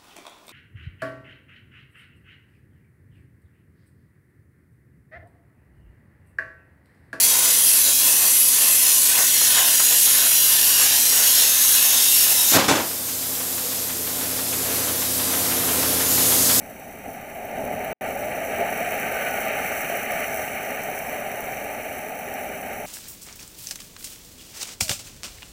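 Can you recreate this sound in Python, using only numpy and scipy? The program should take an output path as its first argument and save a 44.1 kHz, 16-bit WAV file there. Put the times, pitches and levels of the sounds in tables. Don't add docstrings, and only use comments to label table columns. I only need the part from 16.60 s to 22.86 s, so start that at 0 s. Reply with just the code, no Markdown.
import sys
import numpy as np
from scipy import signal
from scipy.fft import rfft, irfft
from scipy.io import wavfile
from scipy.ndimage import uniform_filter1d

SR = 44100
rng = np.random.default_rng(int(sys.argv[2]) if len(sys.argv) > 2 else 0)


def dump(signal):
    limited = np.clip(np.atleast_2d(signal).T, -1, 1)
    pcm = np.round(limited * 32767).astype(np.int16)
    wavfile.write(sys.argv[1], SR, pcm)


N = 276066
TIME = np.arange(N) / SR
FREQS = np.fft.rfftfreq(8192, 1 / SR)


# (frequency [Hz], gain [dB])
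PLUME_SPECTRUM = [(15, -18.5), (30, -25), (58, -6), (110, -6.5), (170, -3), (240, 2), (290, -1), (335, -10),
                  (450, -22), (900, -74.5)]
ROAR_SPECTRUM = [(150, -56), (320, -18.5), (400, -6), (500, -8), (580, -1.5), (660, 1), (790, -1),
                 (880, -7.5), (970, -22.5), (1150, -28.5), (3000, -87)]
HISS_SPECTRUM = [(500, -19), (1060, -20), (1190, -2.5), (1280, -5.5), (1500, -2.5), (2000, -0.5), (2340, 2),
                 (2640, -6), (2870, -6.5), (3150, -13.5), (3400, -19.5), (4250, -22), (4800, -35.5),
                 (6500, -56)]

def jets():
    plume_db, roar_db, hiss_db = jet_levels()
    flutter = walk(rate=70)
    grains = shower(rate=4900, spread_db=0, top_db=-0.5)
    gas = unit(bursts(grains, decay_s=0.0092))
    plume = noise(PLUME_SPECTRUM) * undb(plume_db + 0.48 * flutter)
    roar = noise(ROAR_SPECTRUM) * undb(roar_db + 0.7 * flutter)
    hiss = unit(colour(gas, HISS_SPECTRUM)) * undb(hiss_db + 0.923 * flutter)
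    return plume + roar + hiss


# (start [s], rise [s], decay [s], roar gain [dB], plume gain [dB])
GAS_SURGES = [(0.46, 0.02, 0.058, -1, 7.5), (0.86, 0.198, 0.207, 6, 9), (1.25, 0.3, 0.47, 2, 3.5),
              (1.95, 0.033, 0.4, 3, 1)]

def jet_levels():
    strength_db = burn() + 0.4251 * walk(rate=9)
    weak_burn_db = np.minimum(strength_db + 11, 0)
    plume_db = -41.5 + 0.34 * strength_db
    roar_db = -30.5 + 0.3954 * strength_db + 0.58 * weak_burn_db
    hiss_db = -30 + strength_db
    for start_s, rise_s, decay_s, roar_gain_db, plume_gain_db in GAS_SURGES:
        surge = envelope(start_s, rise_s, 0, decay_s)
        plume_db += plume_gain_db * surge
        roar_db += roar_gain_db * surge
    puffs_db = 0.7675 * walk(rate=16)
    return plume_db, roar_db + puffs_db, hiss_db


# (time [s], level [dB])
BURN_CURVE = [(0.0, -48.0), (0.42, -47), (0.52, -45), (0.8, -43), (1.17, -38), (1.8, -34.5), (2.5, -30.5),
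              (3.05, -30.5), (3.25, -32), (3.55, -30.5), (3.85, -34.0), (4.75, -36.5), (6.26, -39.5)]

def burn(delay_s=0, full_db=-30):
    times, levels_db = np.transpose(BURN_CURVE)
    return np.interp(TIME - delay_s, times, levels_db) - full_db


# (time [s], level [dB])
FLARES = [(0.462, -26), (0.477, -25), (0.489, -24), (1.993, -16), (2.007, -16), (2.028, -16), (3.299, -24),
          (3.315, -23), (5.093, -22)]

def sputters():
    pulses = clicks(strikes_at(FLARES), tail_s=0.019)
    return peaked(colour(pulses, ROAR_SPECTRUM), FLARES)


# (frequency [Hz], gain [dB])
SPARK_SPECTRUM = [(1500, -30), (4500, -26.5), (5300, -5), (6000, -5), (6600, -7), (8500, -11),
                  (10200, -2.5), (11300, -6.5), (12200, -8.5), (13500, -6), (14300, 0), (15300, 0.5),
                  (17000, -23)]
TICK_BRIGHTNESS = [(3500, -13.5), (6000, -2), (9000, -3.5), (15000, 4)]

def sparks():
    flight_s = 0.23
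    growth_db = 0.778 * burn(delay_s=flight_s)
    density = undb(0.25 * (growth_db - growth_db.max()))
    grains = shower(rate=4100, spread_db=2, top_db=-2.5)
    fizz = unit(clicks(grains, tail_s=0.0063))
    strikes = shower(rate=800 * density, spread_db=5, top_db=21) / np.sqrt(density)
    ticks = unit(colour(clicks(strikes, tail_s=0.0008), TICK_BRIGHTNESS))
    spray = unit(colour(fizz + ticks, SPARK_SPECTRUM))
    spurts_db = 0.75 * walk(rate=18)
    return spray * undb(-37 + growth_db + spurts_db)


# (time [s], relative level [dB])
LARGE_SPARKS = [(0.5332, -32.5), (1.0515, -26), (1.1273, -31), (1.1932, -27), (1.2466, -21.5),
                (1.28, -30.5), (2.2029, -22.5), (2.7412, -21), (3.0749, -18.5), (3.5194, -19),
                (3.8207, -22), (4.2368, -20), (4.3146, -23.5), (4.4722, -23.5), (4.5444, -23.5),
                (4.6952, -26), (5.5902, -23), (5.7389, -23)]

def snaps():
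    pulses = clicks(strikes_at(LARGE_SPARKS), tail_s=0.0013)
    cracks = colour(colour(pulses, TICK_BRIGHTNESS), SPARK_SPECTRUM)
    return peaked(cracks, LARGE_SPARKS) * undb(0.5)


def whirr():
    start_s, spin_up_s, start_hz, top_hz = 1.42, 0.38, 480.5, 745
    age = np.maximum(TIME - start_s, 0)
    hz = top_hz - (top_hz - start_hz) * np.exp(-age / spin_up_s)
    swell = envelope(start_s, attack_s=0.142, hold_s=0.78, release_s=0.154)
    return tone(hz, waver=0.01186, flicker_db=3) * undb(-37) * swell


# (start [s], hold [s], pitch [Hz], sag [octaves/s], level [dB])
SAGGING_TONES = [(2.423, 0.015, 1553, 0.3, -34), (2.506, 0.275, 1549, 0.34, -38.5),
                 (4.15, 0.77, 1023, 0.027, -56)]

def whistles_and_wheel_tone():
    out = np.zeros(N)
    for start_s, hold_s, hz, sag, db in SAGGING_TONES:
        pitch = hz * 2 ** (-sag * (TIME - start_s))
        swell = envelope(start_s, attack_s=0.0116, hold_s=hold_s, release_s=0.013)
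        out += tone(pitch, waver=0.002985, flicker_db=1.3) * undb(db) * swell
    return out


# (frequency [Hz], gain [dB])
NIGHT_SPECTRUM = [(30, 0.5), (100, -0.5), (400, -6.5), (1100, -8.5), (2500, -14), (3800, -16.5),
                  (5000, -24.5), (8000, -20.5), (15000, -11.5)]

def night():
    return noise(NIGHT_SPECTRUM) * undb(-49)


def undb(db):
    return 10 ** (np.asarray(db) / 20)


def unit(x):
    return x / np.sqrt(np.mean(x ** 2))


def peaked(x, rows):
    return x / np.abs(x).max() * undb(max(db for _, db in rows))


def causal(x, db):
    cepstrum = irfft(np.log(undb(db)))
    half = len(cepstrum) // 2
    cepstrum[1:half] *= 2
    cepstrum[half + 1:] = 0
    impulse_response = irfft(np.exp(rfft(cepstrum)))[:half]
    return signal.fftconvolve(x, impulse_response)[:N]


def colour(x, spectrum):
    hz, db = np.transpose(spectrum)
    return causal(x, np.interp(np.log(FREQS + 1), np.log(hz), db))


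def noise(spectrum):
    return unit(colour(rng.standard_normal(N), spectrum))


def walk(rate):
    hold = max(int(SR / rate), 1)
    steps = np.repeat(rng.standard_normal(N // hold + 1), hold)[:N]
    return unit(uniform_filter1d(steps, hold))


def shower(rate, spread_db, top_db):
    size_db = top_db * np.tanh(spread_db * rng.exponential(size=N) / top_db)
    return (rng.random(N) < rate / SR) * undb(size_db)


def strikes_at(rows):
    times, db = np.transpose(rows)
    return np.bincount((times * SR).astype(int), undb(db), N)[:N]


def bursts(strikes, decay_s):
    retention = np.exp(-2 / (decay_s * SR))
    energy = signal.lfilter([1], [1, -retention], strikes ** 2 + 1e-18)
    return np.sqrt(energy) * rng.standard_normal(N)


def clicks(strikes, tail_s):
    spikes = strikes * rng.choice([-1, 1], N)
    return unit(spikes) + undb(1.5) * unit(bursts(strikes, tail_s))


def tone(hz, waver, flicker_db):
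    wavering_hz = hz * (1 + waver * walk(rate=120))
    phase = 2 * np.pi * np.cumsum(wavering_hz) / SR
    return np.sqrt(2) * np.sin(phase) * undb(flicker_db * walk(rate=35))


def envelope(start_s, attack_s, hold_s, release_s):
    age = TIME - start_s
    rise = np.clip(age / attack_s, 0, 1)
    return rise * np.exp(-np.maximum(age - attack_s - hold_s, 0) / release_s)


def scene():
    return (night() + jets() + sputters() + sparks() + snaps() + whirr() + whistles_and_wheel_tone())[None]


# (frequency [Hz], width [Hz], gain [dB])
PORT_RESONANCES = [(3435.6, 135, -19.5), (4004, 42.7, -33.5), (5129.5, 200.5, -32.5), (5990, 348, 6.5),
                   (6836, 136.5, -23.5), (7725, 239, 8), (9017, 136, 7.5), (9640, 230, -0.5),
                   (11072, 107, 7.5)]

def record(dry):
    gap_start_s, gap_end_s, cutoff_hz = 1.3302, 1.4102, 15300
    port_db = sum(db * np.exp(-((FREQS - hz) / width) ** 2) for hz, width, db in PORT_RESONANCES)
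    in_gap = (TIME > gap_start_s) & (TIME < gap_end_s)
    dropout = uniform_filter1d(in_gap.astype(float), size=48)
    heard = causal(dry[0], port_db) * (1 - dropout + dropout * undb(-60))
    lowpass = signal.ellip(12, 0.1, 80, cutoff_hz, fs=SR, output="sos")
    return signal.sosfilt(lowpass, heard)[None]


dry = scene()
out = record(dry)
dump(out)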